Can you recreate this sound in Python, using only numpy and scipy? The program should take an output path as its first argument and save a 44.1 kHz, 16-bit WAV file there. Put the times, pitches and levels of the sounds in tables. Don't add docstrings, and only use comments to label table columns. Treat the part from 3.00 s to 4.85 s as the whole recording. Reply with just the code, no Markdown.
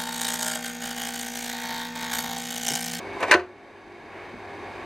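import sys
import numpy as np
from scipy import signal
from scipy.fft import rfft, irfft
from scipy.io import wavfile

SR = 44100
rng = np.random.default_rng(int(sys.argv[2]) if len(sys.argv) > 2 else 0)


def inscribe(sig):
    pcm = np.round(np.clip(np.atleast_2d(sig).T, -1, 1) * 32767)
    wavfile.write(sys.argv[1], SR, pcm.astype(np.int16))


N = 81585
T, HZ = np.arange(N) / SR, np.fft.rfftfreq(N, 1 / SR)


def amp(db):
    return 10 ** (np.asarray(db) / 20)


def unit_rms(x):
    return x / np.sqrt(np.mean(x ** 2) + 1e-20)


def decay(t60_s):
    return np.exp(-np.log(1000) * T / t60_s)


def attack(rise_s):
    return np.minimum(T / rise_s, 1)


def curve(points, hz=HZ):
    f, value = np.transpose(points)
    return np.interp(np.log(hz + 1), np.log(f + 1), value)


def colour(x, gain_db):
    return irfft(rfft(x) * amp(gain_db), N)


def drift(rate_hz):
    return unit_rms(irfft(rfft(rng.standard_normal(N)) * np.exp(-(HZ / rate_hz) ** 2), N))


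def stereo_noise(spectrum_db, width):
    mid, side = colour(rng.standard_normal((2, N)), spectrum_db)
    side = colour(side, curve(width))
    return unit_rms(np.array([mid + side, mid - side]))


def band_decay(x, t60_table):
    centres_hz = np.geomspace(150, 15000, 8)
    spectrum, out = rfft(x), np.zeros_like(x)
    for hz, weights in zip(centres_hz, np.eye(len(centres_hz))):
        band = irfft(spectrum * curve(list(zip(centres_hz, weights))), N)
        out += band * decay(curve(t60_table, hz))
    return out


def ring(modes, rise_s=0.0021):
    partials = sum(amp(db) * decay(t60_s) * np.sin(2 * np.pi * hz * T) for hz, db, t60_s in modes)
    return partials * (1 - np.exp(-T / rise_s))


def add(mix, start_s, sound):
    part = mix[:, max(round(start_s * SR), 0):]
    part += sound[:, :part.shape[1]]


# f/Hz, level/dB
AIR_SPECTRUM = [(18, -58), (40, -3.5), (65, -14), (86, -5), (115, -11.5), (250, -4.5), (360, -2), (480, -5),
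                (780, -3.5), (1080, -7), (1290, -17), (1970, -15), (2450, -12.5), (3200, -26),
                (4800, -26.5), (5500, -33.5), (9700, -40), (15500, -55)]
# f/Hz, width/Hz, lift/dB
DUCT_RESONANCES = [(328, 50, 3), (1653, 540, 8.5), (2208, 88, 10), (3130, 29, 11.5), (3710, 380, 7),
                   (4560, 53, 5.5), (6130, 240, 8.5), (8000, 250, 2.5)]
# f/Hz, level/dB
FAN_TONES = [(99.5, -54.5), (352, -49), (400, -48.5), (711, -55.5), (795, -54), (1121, -55), (1680, -56)]
# f/Hz, side minus mid/dB
CASE_WIDTH = [(60, -20), (180, -10), (500, -19.5), (1650, -18.5), (5000, -10), (15000, -11)]


def fan():
    ducts_db = sum(db / (1 + (2 * (HZ - hz) / width_hz) ** 2) for hz, width_hz, db in DUCT_RESONANCES)
    air = stereo_noise(curve(AIR_SPECTRUM) + ducts_db, CASE_WIDTH)
    air *= amp(-37 + 0.52 * drift(rate_hz=75))
    speed = 1 + 2.346 / 400 * drift(rate_hz=5.59)
    rotor_time_s = np.cumsum(speed) / SR
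    tones = np.zeros(N)
    for hz, db in FAN_TONES:
        peak = np.sqrt(2) * amp(db + 2.9 * drift(rate_hz=5.7))
        tones += peak * np.sin(2 * np.pi * (hz * rotor_time_s + rng.random()))
    return air + tones


# t/s, length/s, level/dB
HAND_RUBS = [(1.08, 0.24, -38.5), (1.669, 0.29, -45.5)]
# t/s, level/dB
HAND_BUMPS = [(1.336, -28.5), (1.70, -41), (1.808, -38)]
# f/Hz, level/dB
RUB_SPECTRUM = [(100, -28), (400, 7.5), (1000, 2.5), (2300, 1.5), (3200, -11), (5000, -23), (12000, -40)]
BUMP_SPECTRUM = [(20, -20), (45, 0), (90, -36), (230, 12), (400, -8), (900, -52), (4000, -58)]


def hand():
    out = np.zeros((2, N))
    for start_s, length_s, db in HAND_RUBS:
        arch = np.sqrt(abs(np.sin(np.pi * np.minimum(T / length_s, 1))))
        add(out, start_s, amp(db) * stereo_noise(curve(RUB_SPECTRUM), CASE_WIDTH) * arch)
    for start_s, db in HAND_BUMPS:
        envelope = attack(rise_s=0.0053) * decay(t60_s=0.14)
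        add(out, start_s, amp(db) * stereo_noise(curve(BUMP_SPECTRUM), CASE_WIDTH) * envelope)
    return out


# f/Hz, t60/s
PLASTIC_T60 = [(200, 0.094), (800, 0.16), (1800, 0.057), (5000, 0.067), (14000, .042)]
# f/Hz, side minus mid/dB
CARRIER_WIDTH = [(60, -13.5), (450, -54), (1000, -22.5), (2200, -13.5), (5000, -7.5), (12000, -2.5)]


def plastic_crack(spectrum_db):
    return band_decay(stereo_noise(spectrum_db, CARRIER_WIDTH), PLASTIC_T60) * attack(rise_s=0.002)


# t/s, level/dB
SCRAPE_ENVELOPE = [(0, -61), (0.13, -50), (0.18, -40), (0.219, -33.5), (0.26, -33), (0.307, -30),
                   (0.33, -62)]
# f/Hz, level/dB
GUIDE_SPECTRUM = [(60, -24), (200, -35), (350, -3.5), (600, -1.5), (1050, -1), (1380, -11), (1650, -2),
                  (2450, -3.5), (3200, -19), (4400, -20), (5200, -27), (7500, -27.5), (12500, -40),
                  (15500, -63.5)]


def scrape(slips_per_s=2000):
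    slips = (rng.random(N) < slips_per_s / SR) * rng.standard_normal(N)
    slips *= amp(3 * np.minimum(rng.exponential(1, N), 2))
    body = plastic_crack(curve(GUIDE_SPECTRUM))
    friction = unit_rms(signal.fftconvolve(slips[None], body, axes=1)[:, :N])
    times_s, db = np.transpose(SCRAPE_ENVELOPE)
    return friction * amp(np.interp(T, times_s, db)) * (T < times_s[-1])


# f/Hz, relative level/dB, t60/s
HOUSING_MODES = [(84, -18.5, 0.35), (234.3, -19.5, 0.28), (344, -8, 0.24), (364.4, -0.5, 0.32),
                 (403.6, -6.5, 0.31), (523, -1.5, 0.19), (595, -2, 0.15), (707, -2, 0.22), (994, -5, 0.14),
                 (1040, -18, 0.11), (1509, 4.5, 0.2), (1636, -5, 0.08), (1710, -6, 0.11), (1805, 5, 0.094),
                 (1984, 2, 0.11), (2370, -4.5, 0.043), (2550, 2, 0.074)]
# f/Hz, t60/s
ROOM_T60 = [(200, 0.9), (1500, .26), (5000, 0.23), (14000, .17)]


def impact(spectrum, tilt_db_per_oct, housing_db, corner_hz=1850, room_db=-18):
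    spectrum_db = curve(spectrum) + tilt_db_per_oct * np.log2(1 + (HZ / corner_hz) ** 2) / 2
    crack = plastic_crack(spectrum_db)
    tail = band_decay(stereo_noise(spectrum_db, CARRIER_WIDTH), ROOM_T60) * attack(rise_s=0.0052)
    return crack + amp(room_db) * tail + amp(housing_db) * ring(HOUSING_MODES) / 2


# t/s, level/dB, treble tilt/(dB/oct), housing ring/dB
GUIDE_KNOCKS = [(0.2035, -36, 10, -8), (0.2115, -29, -8, -12), (0.2345, -26, 1, -11), (0.2813, -30, 2, -12),
                (0.291, -27, -3, -12), (0.2266, -17, .5, -15), (0.3068, -21, -6, -16)]


def knocks():
    out = np.zeros((2, N))
    for start_s, db, tilt, housing_db in GUIDE_KNOCKS:
        add(out, start_s, amp(db) * impact(GUIDE_SPECTRUM, tilt, housing_db))
    return out


# f/Hz, relative level/dB, t60/s
THUD_MODE = [(351, 2.8, 0.067)]


def seat(start_s=0.3465, level_db=-4, softness_hz=536):
    dulled_modes = [(hz, db - 2.5 - 20 * np.log10(1 + (hz / softness_hz) ** 2 / 2), t60_s)
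                    for hz, db, t60_s in HOUSING_MODES]
    out = np.zeros((2, N))
    add(out, start_s, amp(level_db) * ring(THUD_MODE + dulled_modes)[None])
    return out


# t/s, level/dB, treble tilt/(dB/oct), housing ring/dB, frame ring/dB
STOP_BLOWS = [(0.3116, -0.5, 4, -14, -4.5), (0.3182, 0, 1, -15, 1.5), (0.3283, -6, 1, -22, 15.5),
              (0.338, 1, -0.5, -12.5, 7), (0.394, -19, -4.5, -14, -1)]
# f/Hz, level/dB
STOP_SPECTRUM = [(60, -40), (200, -27), (350, -13.5), (600, -8), (850, -9.5), (1020, -3), (1260, -6.5),
                 (1620, -2), (1950, -1.5), (2150, -8.5), (2400, -6.5), (2850, -7), (3400, -18.5),
                 (4400, -14.5), (5300, -26), (6350, -21.5), (7100, -30.5), (7900, -29), (11000, -36.5),
                 (15500, -52)]
# f/Hz, relative level/dB, t60/s
FRAME_MODES = [(570, -10, .05), (1000, -13, .045), (1580, 0, .03), (1720, -1, .026), (2350, -7, .03),
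               (4400, -20, .025)]


def clack():
    frame = ring(FRAME_MODES, rise_s=0.0024)
    out = np.zeros((2, N))
    for start_s, db, tilt, housing_db, frame_db in STOP_BLOWS:
        blow = impact(STOP_SPECTRUM, tilt, housing_db) + amp(frame_db) * frame
        add(out, start_s, amp(db) * blow)
    return out


def scene(right_lag_s=14e-6):
    left, right = scrape() + knocks() + clack() + seat()
    right = irfft(rfft(right) * np.exp(-2j * np.pi * HZ * right_lag_s), N)
    return fan() + hand() + np.array([left * amp(0.53), right * amp(0.27)])


def smooth(x, tau_s):
    pole = np.exp(-1 / (tau_s * SR))
    return signal.lfilter([1 - pole], [1, -pole], x)


def auto_gain(x, limit_db=-10.5, hold_s=0.18, recover_db_per_s=9.5, look_ahead_s=0.002):
    power = smooth((x ** 2).mean(0), tau_s=0.003)
    over_db = np.maximum(10 * np.log10(power + 1e-12) - limit_db, 0)
    recovery_db = T * recover_db_per_s
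    released_db = np.maximum.accumulate(over_db + recovery_db) - recovery_db
    duck_db = np.minimum(np.maximum.accumulate(over_db), released_db + hold_s * recover_db_per_s)
    return amp(-np.interp(T + look_ahead_s, T, smooth(duck_db, tau_s=0.0012)))


def record(dry, low_cut_hz=36, ceiling=0.85, high_cut_hz=15700):
    highpass = signal.butter(4, low_cut_hz, "high", fs=SR, output="sos")
    ducked = signal.sosfilt(highpass, dry) * auto_gain(dry)
    clipped = ducked / (1 + (ducked / ceiling) ** 4) ** 0.25
    lowpass = signal.firwin(511, high_cut_hz, window=("kaiser", 9), fs=SR)
    return signal.oaconvolve(clipped, lowpass[None], "same")


dry = scene()
out = record(dry)
inscribe(out)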